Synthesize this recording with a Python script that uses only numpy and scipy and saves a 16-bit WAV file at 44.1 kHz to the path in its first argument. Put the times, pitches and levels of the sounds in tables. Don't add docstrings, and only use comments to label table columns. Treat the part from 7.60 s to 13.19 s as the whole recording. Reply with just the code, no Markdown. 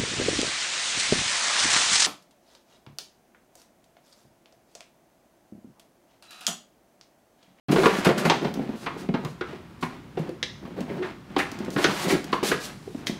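import sys
import numpy as np
from scipy import signal
from scipy.fft import rfft, irfft, next_fast_len
from scipy.io import wavfile
from scipy.ndimage import uniform_filter1d

SR = 44100
rng = np.random.default_rng(int(sys.argv[2]) if len(sys.argv) > 2 else 0)


def inscribe(sig):
    pcm = np.round(np.clip(np.atleast_2d(sig).T, -1, 1) * 32767)
    wavfile.write(sys.argv[1], SR, pcm.astype(np.int16))


N = 246519


def amp(db):
    return 10 ** (np.asarray(db) / 20)


def unit(x):
    return x / np.sqrt(np.mean(x ** 2) + 1e-20)


def burst(x):
    return x / np.sqrt(uniform_filter1d(x ** 2, SR // 100).max() + 1e-20)


def along(points, hz):
    freqs, values = np.transpose(points)
    return np.interp(np.log(hz + 1), np.log(freqs), values)


def coloured(x, spectrum, size=4096):
    gain = amp(along(spectrum, np.fft.rfftfreq(size, 1 / SR)))
    cepstrum = irfft(np.log(gain))
    fold = 1 + np.sign(size // 2 - np.arange(size))
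    fold[0] = 1
    impulse = irfft(np.exp(rfft(cepstrum * fold)))
    return signal.fftconvolve(x, impulse)[:len(x)]


def band(x, hz, kind):
    return signal.sosfilt(signal.butter(3, hz, kind, fs=SR, output="sos"), x)


def peaked(x, hz, q):
    return signal.lfilter(*signal.iirpeak(hz, q, SR), x)


def add(track, start_s, sound):
    part = track[max(round(start_s * SR), 0):][:len(sound)]
    part += sound[:len(part)]


def dying(t, t60):
    return np.exp(-np.log(1000) * t / t60)


def stroke(start_s, length_s, attack_s, release_s, swell_db=0):
    age = np.arange(N) / SR - start_s
    onset = np.clip(age / attack_s, 0, 1)
    swell = amp(swell_db * (np.clip(age / length_s, 0, 1) - 1))
    return onset * swell * np.exp(-np.maximum(age - length_s, 0) / release_s)


def slips(per_s, spread_db):
    sizes = rng.choice([-1, 1], N) * amp(spread_db * np.clip(rng.standard_normal(N), -2, 2))
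    return sizes * (rng.random(N) < per_s / SR)


def clicks(events, spectrum, t60, flutter_db):
    out, t = np.zeros(N), np.arange(SR // 8) / SR
    for start_s, level_db in events:
        flutter = rng.standard_normal(len(t)) * dying(t, t60)
        snap = (t == 0) + amp(flutter_db) * flutter / np.linalg.norm(flutter)
        add(out, start_s, amp(level_db) * burst(coloured(snap, spectrum)))
    return out


def house_hum():
    # freq_hz, level_db
    hum_eq = [(20, -72), (45, -3.5), (85, -1), (150, 4), (260, -2), (500, -25), (1000, -13.5),
              (3000, -23.5), (8000, -36.5), (15500, -42.5)]
    return amp(-47) * unit(coloured(rng.standard_normal(N), hum_eq))


def hallway(x, wet_db, walls_db):
    # freq_hz, t60_s
    ring_times = [(150, 0.46), (400, 0.38), (1000, 0.36), (2800, 0.41), (7000, 0.47), (15000, 0.28)]
    step_s, predelay_s, echo_span_s = 0.15, 0.004, 0.028
    out, t = np.zeros(N), np.arange(N) / SR
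    for centre in np.arange(0, N / SR + step_s / 2, step_s):
        hz, age, noise = signal.stft(rng.standard_normal(SR * 3 // 4), SR, nperseg=256)
        decay = amp(-60 * age / along(ring_times, hz)[:, None])
        tail = signal.istft(noise * decay, SR, nperseg=256)[1]
        echoes = np.zeros(len(tail))
        echoes[(rng.random(24) * echo_span_s * SR).astype(int)] = rng.standard_normal(24)
        impulse = amp(wet_db) * tail / np.linalg.norm(tail)
        impulse += amp(walls_db) * echoes / np.linalg.norm(echoes)
        near = abs(t - centre) < step_s
        crossfade = np.cos(np.pi / 2 * (t[near] - centre) / step_s)
        add(out, t[near][0] + predelay_s, signal.fftconvolve(x[near] * crossfade, impulse))
    return out


def claw_ticks():
    # start_s, level_db
    taps = [(0.941, -39), (1.6492, -41), (2.693, -50), (3.207, -43.5), (3.9168, -40), (3.9893, -44),
            (4.0494, -46.5), (4.1047, -40.5), (4.6433, -40)]
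    # freq_hz, level_db
    nail_eq = [(500, -30), (2500, 4), (4500, 10.5), (8000, 0.5), (15500, -6)]
    return clicks(taps, nail_eq, t60=0.04, flutter_db=1)


def muzzle_groans():
    # start_s, length_s, level_db
    rubs = [(3.304, 0.028, -36), (3.383, 0.06, -28.5)]
    panel_hz = 365
    press = sum(amp(db) * stroke(s, length, attack_s=0.015, release_s=0.017) for s, length, db in rubs)
    panel = peaked(slips(per_s=300, spread_db=0), panel_hz, q=5.3)
    return press * unit(peaked(panel, panel_hz, q=6.1))


def hiss_and_ticks():
    # start_s, length_s, peak_db
    hisses = [(0.11, 0.0086, -32), (0.15, 0.12, -36.5), (0.287, 0.11, -40.5), (0.443, 0.0083, -29),
              (0.574, 0.011, -32), (0.646, 0.011, -33.5), (1.156, 0.086, -49.5), (1.371, 0.039, -49),
              (1.663, 0.04, -55.5), (2.206, 0.035, -46), (2.576, 0.022, -53.5), (3.779, 0.012, -34),
              (4.112, 0.029, -45), (4.169, 0.075, -36.5), (4.25, 0.11, -40), (4.345, 0.1, -34.5),
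              (4.475, 0.04, -29.5), (4.715, 0.031, -45.5), (4.828, 0.06, -28), (4.997, 0.058, -37.5),
              (5.086, 0.322, -57), (5.461, 0.0092, -36)]
    # freq_hz, level_db
    hiss_eq = [(400, -53), (1500, -2), (4000, 6), (7000, 1), (10000, -2.5), (15500, -11.5)]
    swells = [amp(db) * stroke(s, length, attack_s=0.0061, release_s=0.022, swell_db=6.5)
              for s, length, db in hisses]
    rub = unit(slips(per_s=7400, spread_db=0.5))
    grit = amp(-7) * unit(slips(per_s=520, spread_db=4.5))
    return np.max(swells, axis=0) * unit(coloured(rub + grit, hiss_eq))


def dragging():
    # start_s, length_s, judder_db, scrape_db
    drags = [(0.081, 0.084, -21.5, -42), (0.203, 0.18, -35, -31), (0.364, 0.12, -38, -35),
             (0.552, 0.21, -28, -34.5), (0.8, 0.083, -28, -41.5), (0.926, 0.23, -36.5, -48.5),
             (1.2, 0.24, -40.5, -48), (1.546, 0.13, -37.5, -51), (1.843, 0.11, -44.5, -47),
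             (2.247, 0.12, -45.5, -51), (2.584, 0.1, -40, -49.5), (3.007, 0.27, -40.5, -54.5),
             (3.156, 0.066, -34.5, -44.5), (3.265, 0.13, -34, -47), (3.402, 0.093, -41, -43),
             (3.678, 0.11, -43, -52), (3.798, 0.29, -45, -45.5), (3.975, 0.18, -37, -48.5),
             (4.204, 0.11, -31, -30), (4.334, 0.18, -42, -34.5), (4.429, 0.12, -28, -32.5),
             (4.617, 0.29, -45, -46.5), (4.824, 0.13, -33.5, -34), (5.0, 0.11, -45.5, -44.5),
             (5.355, 0.26, -46, -53)]
    # freq_hz, level_db
    judder_eq = [(50, -31), (110, -13.5), (150, 3), (200, 5), (270, 0), (380, 2), (450, -6), (560, -8.5),
                 (900, -14.5), (2000, -47.5)]
    # freq_hz, level_db
    scrape_eq = [(250, -33), (600, 6.5), (1200, 4.5), (2200, 1), (4200, -8.5), (7000, -19), (15000, -34.5)]
    judder_gain, scrape_gain = amp(-51.5), 0
    for start_s, length_s, judder_db, scrape_db in drags:
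        push = stroke(start_s, length_s, attack_s=0.026, release_s=0.028)
        judder_gain = np.maximum(judder_gain, amp(judder_db) * push)
        scrape_gain = np.maximum(scrape_gain, amp(scrape_db) * push)
    judder = unit(coloured(slips(per_s=380, spread_db=1), judder_eq))
    scrape = unit(coloured(slips(per_s=1500, spread_db=2), scrape_eq))
    return judder_gain * judder + scrape_gain * scrape


def buckle_pops():
    # start_s, level_db
    buckles = [(0.699, -16.5), (2.8288, -21.5), (4.243, -17.5), (5.47, -23.5)]
    # freq_hz, level_db
    snap_eq = [(150, -23), (400, -2), (750, -12), (1300, -11.5), (1900, 0.5), (2700, -7), (3330, 0.5),
               (4400, -5.5), (6300, -9.5), (7600, -22), (15500, -48)]
    return clicks(buckles, snap_eq, t60=0.072, flutter_db=2)


def jug_blows(events, rise_s, crumple_t60, crumple_db):
    # pitch_hz, level_db, t60_s
    modes = [(152, 0, 0.12), (201, 4, 0.029), (237, -4, 0.025), (293, -6.5, 0.11), (363.7, -1.5, 0.088),
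             (463, -4.5, 0.052), (570, -7, 0.0093), (780, -8.5, 0.1), (910, -25, 0.19), (1024, -16, 0.18),
             (1100, 1, 0.031), (1437, -1, 0.036), (1926, -12.5, 0.099), (2152, -16.5, 0.22)]
    thud_db, crack_db = -27.5, -10.5
    out, t = np.zeros(N), np.arange(SR // 4) / SR
    contact = 1 - np.exp(-t / rise_s)
    for start_s, thump_db, clack_db, thump_hz, clack_hz in events:
        detune = 1 + 0.0074 * rng.standard_normal()
        ring = np.zeros(len(t))
        for hz, level_db, t60 in modes:
            gain = amp(level_db + 2 * rng.standard_normal())
            ring += gain * np.sin(2 * np.pi * (hz * detune * t + rng.random())) * dying(t, t60)
        blow = contact * (burst(ring) + amp(crumple_db) * crumple(t, crumple_t60))
        thump = burst(band(peaked(blow, thump_hz, q=3.73) * dying(t, 0.23), 810, "low"))
        clack = burst(band(blow + amp(6.5) * peaked(blow, clack_hz, q=4.5), [550, 2800], "band"))
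        crack = burst(band(blow * dying(t, 0.11), 2770, "high"))
        thud = burst(band(rng.standard_normal(len(t)) * dying(t, 0.11), 79, "low"))
        add(out, start_s, amp(thump_db) * (thump + amp(thud_db) * thud))
        add(out, start_s, amp(clack_db) * (clack + amp(crack_db) * crack))
    return out


def crumple(t, t60):
    # freq_hz, level_db
    plastic_eq = [(60, -55), (150, -3), (400, 1), (650, -2.5), (1300, -3), (2400, -6), (4400, -14.5),
                  (6500, -28.5), (10000, -40), (15500, -67)]
    return burst(coloured(rng.standard_normal(len(t)) * dying(t, t60), plastic_eq))


def paw_bumps():
    # start_s, thump_db, thump_hz
    bumps = [(0.385, -23, 210), (0.971, -27.5, 197), (0.993, -23.5, 216), (1.02, -45, 205),
             (1.09, -25.5, 249), (1.364, -31.5, 332), (1.488, -18.5, 196), (1.93, -35.5, 361),
             (2.595, -25, 172), (2.69, -28.5, 386), (3.186, -30, 440), (3.205, -24.5, 237),
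             (3.918, -33.5, 293), (4.003, -27, 219), (4.08, -28, 202), (4.523, -18, 278), (4.549, -22, 333),
             (4.644, -35, 300), (5.274, -33, 357), (5.346, -28, 273), (5.493, -23.5, 228)]
    clack_offset_db, clack_hz = -19.5, 710
    hits = [(s, db, db + clack_offset_db, hz, clack_hz) for s, db, hz in bumps]
    return jug_blows(hits, rise_s=0.00074, crumple_t60=0.046, crumple_db=8)


def muzzle_shoves():
    # start_s, thump_db, clack_db, thump_hz, clack_hz
    shoves = [(0.086, -28, -31, 158, 665), (0.116, -21, -26, 185, 606), (0.158, -18.5, -23, 460, 1030),
              (0.181, -13.5, -24, 405, 600), (0.231, -21, -23, 413, 1220), (0.446, -27.5, -21.5, 342, 1220),
              (0.488, -18, -23, 456, 680), (0.576, -34, -31.5, 310, 1530), (0.711, -24, -23.5, 467, 840),
              (1.261, -38, -27.5, 227, 1050), (1.538, -21, -29.5, 208, 900), (2.225, -25.5, -26, 205, 1000),
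              (2.57, -24, -36.5, 369, 890), (3.29, -30.5, -43, 374, 2080), (3.443, -47, -38.5, 375, 890),
              (3.787, -31, -23, 248, 1960), (4.181, -23, -27.5, 350, 750), (4.496, -24.5, -24.5, 289, 2020)]
    return jug_blows(shoves, rise_s=0.0061, crumple_t60=0.12, crumple_db=-1)


def jug_knocks():
    # start_s, thump_db, clack_db, thump_hz, clack_hz
    knocks = [(0.256, -13.5, -14.5, 383, 1230), (0.465, -13, -20, 216, 645), (0.651, -18, -20.5, 213, 590),
              (0.697, -25, -17, 360, 850), (0.846, -23.5, -27.5, 199, 780), (1.648, -27.5, -36, 154, 1080),
              (1.809, -27.5, -30, 407, 1350), (3.052, -67.5, -44, 236, 1020), (3.425, -55, -35, 360, 1830),
              (3.763, -21, -20.5, 298, 860), (4.161, -21, -27, 270, 1650), (4.242, -18, -18.5, 353, 1570),
              (4.727, -23, -19.5, 332, 1090), (4.827, -21.5, -27.5, 383, 806), (4.914, -19, -20, 416, 1660)]
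    return jug_blows(knocks, rise_s=0.0021, crumple_t60=0.11, crumple_db=-0.5)


def scene():
    hits = jug_knocks() + muzzle_shoves() + paw_bumps() + buckle_pops() + claw_ticks()
    direct = hits + dragging() + hiss_and_ticks() + muzzle_groans()
    return (house_hum() + direct + hallway(direct, wet_db=-7, walls_db=-15.5))[None]


def record(dry):
    start_s, top_hz = 0.085, 15700
    gated = dry * (np.arange(N) / SR > start_s)
    size = next_fast_len(N + SR // 2)
    passband = np.fft.rfftfreq(size, 1 / SR) < top_hz
    return irfft(rfft(gated, size) * passband, size)[:, :N]


dry = scene()
out = record(dry)
inscribe(out)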